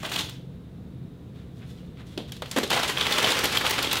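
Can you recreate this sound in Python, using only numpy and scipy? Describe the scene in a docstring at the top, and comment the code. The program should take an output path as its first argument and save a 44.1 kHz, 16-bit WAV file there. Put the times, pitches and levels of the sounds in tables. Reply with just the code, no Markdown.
"""Playing cards spill off a tall house of cards in a small, quiet room.
0-0.4 s: a short spill of tapping, clacking cards dies away. From 1.3 s: a fan of cards rustles
in the hand, card slipping on card. From 2.2 s: a few cards tick and slap down; two heavy
landings ring the floor. From 2.7 s: a whole storey gives way, stiff cards striking edge first
in a dense clatter. Throughout: low room rumble, faint hiss and hum."""
import sys
import numpy as np
from scipy import signal
from scipy.fft import rfft, irfft
from scipy.io import wavfile

SR = 44100
rng = np.random.default_rng(int(sys.argv[2]) if len(sys.argv) > 2 else 0)


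def to_wav(sig):
    """Store sig (one row per channel, or 1-D mono) as 16-bit WAV at the path in sys.argv[1].

    Samples outside -1..1 are clipped; the rate is SR.
    """
    pcm = np.clip(np.atleast_2d(sig), -1, 1) * 32767
    pcm = np.round(pcm).astype(np.int16)
    wavfile.write(sys.argv[1], SR, pcm.T)  # frames by channels


N = 176400
TIME_S = np.arange(N) / SR

# single card strikes: start_s, rattle_s, relative_db, body_db, edge_db
CLACKS = [(0.048, 0.0058, -31.5, 5, -11), (0.063, 0.0059, -45, 4, -4), (0.097, 0.002, -45, -9, 2),
          (0.117, 0.0087, -32, 5.5, -3), (0.135, 0.0068, -31.5, -6, -4.5), (0.161, 0.0039, -25.5, -2, -10),
          (0.189, 0.0044, -25, -11, -6.5), (0.207, 0.0053, -28, -13, -9.5), (0.286, 0.0079, -46, 0, -15),
          (0.295, 0.0041, -45, 2.5, 0), (2.176, 0.0036, -30.5, -4, -12.5), (2.32, 0.0035, -35.5, -4, -6.5),
          (2.365, 0.0046, -46.5, 0, -3), (2.4203, 0.0048, -33.5, 2.5, -10),
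          (2.458, 0.0038, -40.5, -2, -8.5), (2.5126, 0.0038, -32, 1, -0.5), (2.562, 0.0083, -28.5, 7.5, -4),
          (2.572, 0.0099, -28.5, 7.5, -5), (2.584, 0.0044, -31, 9.5, 0), (2.631, 0.0083, -25, -4, -7.5),
          (2.675, 0.0022, -42, -6, 0), (2.703, 0.0081, -22, -5, -8), (2.714, 0.0054, -25, 4, -11),
          (2.729, 0.0094, -22.5, 2, -6.5), (2.772, 0.0083, -34, -4, -5), (2.799, 0.002, -33, 7, -5),
          (2.832, 0.0052, -25, 3, -4.5), (2.878, 0.0078, -28.5, 0, -1.5), (2.897, 0.0026, -26.5, 2.5, -4),
          (2.972, 0.0035, -21.5, -7, -30), (3.011, 0.0022, -18, -8, -15), (3.067, 0.0056, -23.5, 2.5, -14),
          (3.124, 0.0032, -20, -21, -8.5), (3.184, 0.0033, -19.5, -2, -8.5), (3.228, 0.0024, -29, 5, -1),
          (3.244, 0.0037, -18, -9, -14), (3.2757, 0.0066, -28.5, 6, -7), (3.304, 0.0082, -25.5, -8, -2),
          (3.319, 0.0035, -23, 0.5, -6.5), (3.392, 0.0029, -29.5, 6, -2.5), (3.438, 0.0072, -24.5, 7, -3),
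          (3.455, 0.004, -25, -0.5, -2.5), (3.472, 0.0017, -29, -17, -12), (3.508, 0.002, -46, 4, -4),
          (3.523, 0.0051, -27, -2, -6), (3.553, 0.0088, -31, 5, -2), (3.572, 0.0031, -19, -5, -12),
          (3.611, 0.0036, -31, 9.5, -4), (3.664, 0.004, -22.5, 2, -10), (3.677, 0.0048, -30, 1, -4),
          (3.694, 0.0077, -30, 2, -4), (3.709, 0.0034, -27, 3, 0), (3.781, 0.0074, -24, 2, -11.5),
          (3.789, 0.0033, -28, 6, -6), (3.827, 0.0048, -23.5, -6, -8), (3.844, 0.0047, -24.5, -3.5, -11),
          (3.872, 0.0023, -28, -12, -16), (3.913, 0.0097, -22.5, -3.5, -8), (3.929, 0.007, -24, 0.5, -6),
          (3.957, 0.00076, -30.5, 2, -3), (3.969, 0.0062, -24, -5, -8)]
# strike spectrum: freq_hz, gain_db
CLACK_COLOUR = [(60, -20), (250, -3.5), (600, -5), (1500, -1.5), (2500, -1), (3400, 3.5), (4200, 2),
                (5000, -0.5), (7000, -2.5), (10000, -8.5), (12500, -9.5), (16000, -21)]
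# flows of tumbling cards: time_s, relative_db
SPILL_ENVELOPE = [(0, -39.5), (.024, -46), (.034, -37.5), (.052, -32.5), (.085, -37.5), (.112, -37),
                  (.125, -34.5), (.19, -28), (.245, -42), (.27, -55), (.34, -50.5)]
COLLAPSE_ENVELOPE = [(2.7, -30), (2.745, -26.5), (2.815, -31.5), (2.9, -31.5), (2.935, -39.5), (2.99, -30),
                     (3.04, -30.5), (3.11, -29.5), (3.21, -28), (3.3, -25.5), (3.345, -33), (3.38, -24.5),
                     (3.49, -33), (3.56, -28.5), (3.6, -35.5), (3.65, -28), (3.75, -29.5), (3.81, -32),
                     (3.855, -33.5), (3.9, -35.5), (3.925, -29.5), (4, -33)]
# flow spectra: freq_hz, gain_db
SPILL_COLOUR = [(80, -16), (300, 6), (550, -4.5), (900, 0.5), (2300, -1.5), (3500, 3.5), (4300, -4),
                (5200, -10), (7000, -10.5), (10000, -15.5), (16000, -20)]
COLLAPSE_COLOUR = [(59, -39), (100, -13), (123, -18), (149, -15.5), (218, -5), (270, -3.5), (487, 1),
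                   (668, -6), (808, 0), (936, -0.5), (1800, -1), (3320, 0), (4960, -10), (12000, -20.5),
                   (15500, -24.5)]
# packets landing flat: start_s, relative_db, pitch_hz, decay_s
SLAPS = [(.032, -38, 670, 0.032), (2.176, -26.5, 390, 0.0046), (2.186, -41.5, 473, 0.024),
         (2.422, -33.5, 640, 0.0099), (2.563, -24.5, 386, 0.011), (2.573, -26.5, 330, .012),
         (2.585, -26.5, 477, 0.0095), (2.602, -34, 330, 0.027), (2.633, -26.5, 384, 0.0086),
         (2.704, -31, 1000, .008), (2.714, -26, 700, 0.0087), (2.732, -26.5, 715, 0.015),
         (2.765, -30, 770, 0.051), (3.228, -28.5, 534, 0.014), (3.243, -24.5, 530, 0.01),
         (3.30, -33.5, 503, 0.035), (3.44, -28, 433, 0.0092), (3.454, -24.5, 450, 0.0053),
         (3.642, -31, 673, 0.014), (3.662, -40, 605, 0.0089), (3.785, -36.5, 403, 0.026),
         (3.848, -32.5, 430, 0.0078), (3.872, -29.5, 400, .005)]
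# square edge landings: start_s, relative_db, pitch_hz
PINGS = [(0.161, -24, 3070), (.189, -25, 3460), (2.974, -19.5, 3190), (3.011, -17, 3440),
         (3.123, -18, 3505), (3.245, -14, 3070), (3.573, -16, 3184), (3.872, -22.5, 3310),
         (3.913, -23, 3500), (3.931, -22, 2790)]
# corners flicking past each other: start_s, relative_db
FLICKS = [(.063, -14), (.1195, -10), (.161, -7), (0.296, -15), (2.3217, -11.5), (2.4207, -16), (2.483, -26),
          (2.5135, -22), (2.586, -6), (2.705, -2), (2.984, -9), (3.125, -3), (3.4435, 2.5), (3.456, -3),
          (3.572, -1), (3.584, -3), (3.6975, 0), (3.7095, 1), (3.828, -1), (3.931, 4.5), (3.986, -5)]
# flick spectrum: freq_hz, gain_db
FLICK_COLOUR = [(1000, -27), (4000, -14), (7000, -5), (12000, 1), (16000, 2)]
# heavy landings: start_s, level_db
KNOCKS = [(2.178, -35), (2.565, -24.5)]
# floor modes: freq_hz, gain_db, t60_s
FLOOR_MODES = [(222, -0.5, 0.29), (299, -5.5, 0.27), (479, -7, 0.14)]
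# cards sliding in the hand: peak_s, level_db, rise_s, decay_s, treble_db
RUBS = [(1.36, -59, 0.012, 0.079, -5), (1.58, -60, 0.024, 0.026, 10), (1.627, -47.5, 0.015, 0.013, -17),
        (1.705, -54.5, 0.037, 0.025, 6), (1.78, -58.5, .04, 0.11, -2), (1.972, -52, .004, 0.023, -8),
        (2.005, -47, .015, 0.015, -11), (2.07, -56.5, 0.0089, 0.068, 7), (2.125, -55, .02, 0.057, -1),
        (2.284, -48.5, .005, 0.023, 0), (2.485, -52, .005, 0.033, 16), (2.53, -45, 0.015, 0.025, -20)]
# sliding spectrum: freq_hz, gain_db
RUB_COLOUR = [(100, -14), (700, -1), (1600, -0.5), (2600, -0.5), (3600, 4.5), (5000, -6), (9000, -12),
              (16000, -21)]
# room decay: freq_hz, t60_s
ROOM_DECAY = [(150, 0.46), (500, 0.44), (1500, 0.32), (3600, 0.42), (8000, 0.33), (16000, 0.34)]
# room rumble and hiss spectrum: freq_hz, gain_db
RUMBLE_COLOUR = [(12, -51), (20, -14), (42, -23), (59, -8), (98, -6.5), (129, -2), (180, -8.5),
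                 (238, -11.5), (324, -16.5), (393, -20.5), (505, -19), (565, -29.5), (667, -28), (725, -32),
                 (906, -35), (2330, -43), (3640, -45), (5690, -53.5), (15500, -58)]
# room tones: freq_hz, level_db
HUM_TONES = [(70, -58), (140, -59), (177.3, -50), (15009, -87)]


def clacks(size=4096, rattle_per_s=5000, scrape_s=0.0035, gain_db=32, wet_db=-3.5):
    """A card hits edge first and chatters for milliseconds; the room takes it as one blow."""
    near, blows, hz = np.zeros(N), np.zeros(N), bins()
    body_hz, ring_hz, edge_hz = 1930, 3400, 5830
    lead = size // 8
    t = (np.arange(size) - lead) / SR
    for start_s, rattle_s, db, body_db, edge_db in CLACKS:
        # a tumbling card scrapes its neighbours just before it strikes
        tumbling = start_s < SPILL_ENVELOPE[-1][0] or start_s > COLLAPSE_ENVELOPE[0][0]
        scrape = tumbling * 0.49 * np.exp(-abs(t) / scrape_s)
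        age = np.maximum(t, 0) / max(rattle_s, .001)
        rattle = (.5 + 2 * age) * np.exp(-1.8 * age)
        hits = impulses(size, rattle_per_s) * np.where(t < 0, scrape, rattle)
        hits[lead] = 1.02  # main contact
        tint_db = read([(body_hz, body_db), (ring_hz, 0), (edge_hz, edge_db)], hz)
        card = amp(db + gain_db) * flex(ring(read(CLACK_COLOUR, hz) + tint_db))
        add(near, start_s + t[0], through(unit_energy(hits), card))
        add(blows, start_s, card)
    return near + amp(wet_db) * room(blows)


def flow(envelope, colour, gain_db, cards=20, taps_per_s=1800, spread_db=2, clump_db=2.26):
    """Many cards tap each other in clumps, each card with its own tint."""
    times_s, db = np.transpose(envelope)
    hz, out = bins(), np.zeros(N)
    knots_hz = np.geomspace(200, 16000, 22)
    for _ in range(cards):
        tap_db = spread_db * np.pi * np.tanh(rng.exponential(1, N) / np.pi)
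        taps = amp(tap_db) * rng.choice([-1, 1], N)
        tint_db = 4 * np.interp(hz, knots_hz, rng.standard_normal(len(knots_hz)))
        card = flex(ring(read(colour, hz) + tint_db))
        out += through(taps * chance(N, taps_per_s / cards), unit_energy(card))
    start_s, end_s = times_s[0], times_s[-1]
    gate = np.interp(TIME_S, [start_s - .002, start_s + .0022, end_s, end_s + .037], [0, 1, 1, 0])
    level_db = gain_db + np.interp(TIME_S, times_s, db) + clump_db * drift(rate_hz=61)
    return unit_rms(out) * gate * amp(level_db)


def slaps(size=8192, width_oct=0.57, skirt_db=-21, low_cut_hz=170, wet_db=-7.5):
    """A packet lands flat: many soft contacts in a short, hollow thud."""
    near, blows, hz, t = np.zeros(N), np.zeros(N), bins() + 20, np.arange(size) / SR
    for start_s, db, pitch_hz, decay_s in SLAPS:
        octaves = np.log2(hz / pitch_hz)
        peak_db = np.maximum(-3 * (octaves / width_oct) ** 2, skirt_db - 6 * abs(octaves))
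        hollow = ring(peak_db - 10 * np.log10(1 + (low_cut_hz / hz) ** 4))
        hits = impulses(size, per_s=1500) * np.exp(-t / decay_s)
        hits[0] = 1.87  # main contact
        strength = amp(db) * np.sqrt(decay_s * SR)
        add(near, start_s, strength * unit_energy(through(hits, hollow)))
        add(blows, start_s, strength * unit_energy(hollow))
    return near + amp(wet_db) * room(blows)


def pings(size=2048, rise_s=0.0011, decay_s=0.0029, upper_ratio=1.1, upper_db=-9.5):
    """A stiff card lands squarely on an edge: two close modes ring briefly."""
    out, t = np.zeros(N), np.arange(size) / SR
    envelope = (1 - np.exp(-t / rise_s)) * np.exp(-t / decay_s)
    for start_s, db, pitch_hz in PINGS:
        phase = 2 * np.pi * pitch_hz * t
        modes = np.sin(phase) + amp(upper_db) * np.sin(upper_ratio * phase)
        add(out, start_s, 2 * amp(db) * modes * envelope)
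    return out


def flicks(size=1024, decay_s=0.00042):
    """A stiff corner snaps free: a thin, very short tick."""
    out, t = np.zeros(N), np.arange(size) / SR
    corner = ring(read(FLICK_COLOUR, bins()))
    for start_s, db in FLICKS:
        snap = rng.standard_normal(size) * np.exp(-t / decay_s)
        add(out, start_s, .5 * amp(db) * unit_energy(through(snap, corner)))
    return out


def knocks(rise_s=0.0052):
    """The floor rings briefly under a heavy landing."""
    out, t = np.zeros(N), np.arange(SR // 2) / SR
    boom = sum(amp(db - 60 * t / t60_s) * np.sin(2 * np.pi * hz * t) for hz, db, t60_s in FLOOR_MODES)
    for start_s, db in KNOCKS:
        add(out, start_s, amp(db) * boom * (1 - np.exp(-t / rise_s)))
    return out


def rubs(slips_per_s=3500):
    """Card slides on card: fine slips under a short swell."""
    out, hz = np.zeros(N), bins()
    for peak_s, db, rise_s, decay_s, treble_db in RUBS:
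        slips = rng.standard_normal(N) * chance(N, slips_per_s)
        swell = np.exp(-np.maximum((peak_s - TIME_S) / rise_s, (TIME_S - peak_s) / decay_s))
        rasp = ring(read(RUB_COLOUR, hz) + read([(2200, 0), (6000, treble_db)], hz))
        out += amp(db) * swell * unit_rms(through(slips, rasp))
    return out


def flex(response, bend_s=0.001103, scatter_s=0.000338):
    """A bending card spreads a click: lows travel slower, each part answers a little late."""
    hz = bins(len(response))
    knots_hz = np.geomspace(200, 16000, 26)
    lag_s = scatter_s * np.interp(hz, knots_hz, rng.exponential(1, len(knots_hz)))
    delay_s = bend_s / np.sqrt(1 + hz / 1000) + lag_s
    return irfft(rfft(response) * np.exp(-2j * np.pi * np.cumsum(delay_s) * hz[1]))


def room(x, places=7, places_per_s=20, predelay_s=.003):
    """A short diffuse tail that changes as cards land in different places."""
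    out = np.zeros(N)
    for k in range(places):
        reflections = impulses(SR // 2, per_s=6000)
        reflections[:round(predelay_s * SR)] = 0
        hz, t, spectra = signal.stft(reflections, SR, nperseg=256)
        decay = amp(-60 * t / read(ROOM_DECAY, hz)[:, None])
        tail = signal.istft(spectra * decay, SR)[1]
        place = (TIME_S * places_per_s - k) % places
        crossfade = np.sin(np.pi * place / 2) * (place < 2)
        out += through(x * crossfade, unit_energy(tail))
    return out


def background(rumble_db=-41.5, hiss_db=-72, hiss_hz=3700, half_width_hz=340, waver_rad=0.82):
    """Low rumble, a faint band of hiss and a wavering hum."""
    hz = bins(N)
    rumble = noise(amp(read(RUMBLE_COLOUR, hz)))
    hiss = noise(1 / (1 + ((hz - hiss_hz) / half_width_hz) ** 2))
    hum = np.zeros(N)
    for freq_hz, db in HUM_TONES:
        phase = 2 * np.pi * freq_hz * TIME_S + waver_rad * drift(rate_hz=2.8)
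        hum += amp(db) * np.sqrt(2) * np.sin(phase)
    return amp(rumble_db) * rumble + amp(hiss_db) * hiss + hum


def amp(db):
    return 10 ** (np.asarray(db) / 20)


def unit_rms(x):
    return x / np.sqrt(np.mean(x ** 2) + 1e-20)


def unit_energy(x):
    return x / np.linalg.norm(x)


def read(points, hz):
    """Table lookup on a log-frequency axis."""
    knots_hz, values = np.transpose(points)
    return np.interp(np.log(hz + 1), np.log(knots_hz + 1), values)


def bins(size=2048):
    return np.fft.rfftfreq(size, 1 / SR)


def ring(db):
    """Minimum-phase impulse response of a dB spectrum."""
    cepstrum = irfft(np.log(amp(db)))
    half = len(cepstrum) // 2
    cepstrum[1:half] *= 2
    cepstrum[half + 1:] = 0
    return irfft(np.exp(rfft(cepstrum)))


def through(x, response):
    return signal.fftconvolve(x, response)[:len(x)]


def add(mix, start_s, sound):
    part = mix[max(0, round(start_s * SR)):][:len(sound)]
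    part += sound[:len(part)]


def chance(size, per_s):
    """Mask of random events."""
    return rng.random(size) < per_s / SR


def impulses(size, per_s):
    return rng.choice([-1., 1.], size) * chance(size, per_s)


def noise(gains):
    """Spectrally shaped noise, rms 1."""
    return unit_rms(irfft(rfft(rng.standard_normal(N)) * gains, N))


def drift(rate_hz):
    """Slow random motion, rms 1."""
    return noise(np.exp(-(bins(N) / rate_hz) ** 2))


def scene():
    """All the cards in the room, mono."""
    spill = flow(SPILL_ENVELOPE, SPILL_COLOUR, gain_db=-4)
    collapse = flow(COLLAPSE_ENVELOPE, COLLAPSE_COLOUR, gain_db=-1)
    rustle = spill + collapse + rubs()
    ticks, rings = flicks(), pings()
    echoes = room(amp(-4) * rustle + amp(-11) * ticks + amp(-4) * rings)
    return (clacks() + slaps() + knocks() + rustle + ticks + rings + echoes + background())[None]


def record(dry, cutoff_hz=15850):
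    """Steep low-pass."""
    lowpass = signal.firwin(511, cutoff_hz, window=("kaiser", 9), fs=SR)
    return signal.oaconvolve(dry, lowpass[None], "same")


dry = scene()
out = record(dry)
to_wav(out)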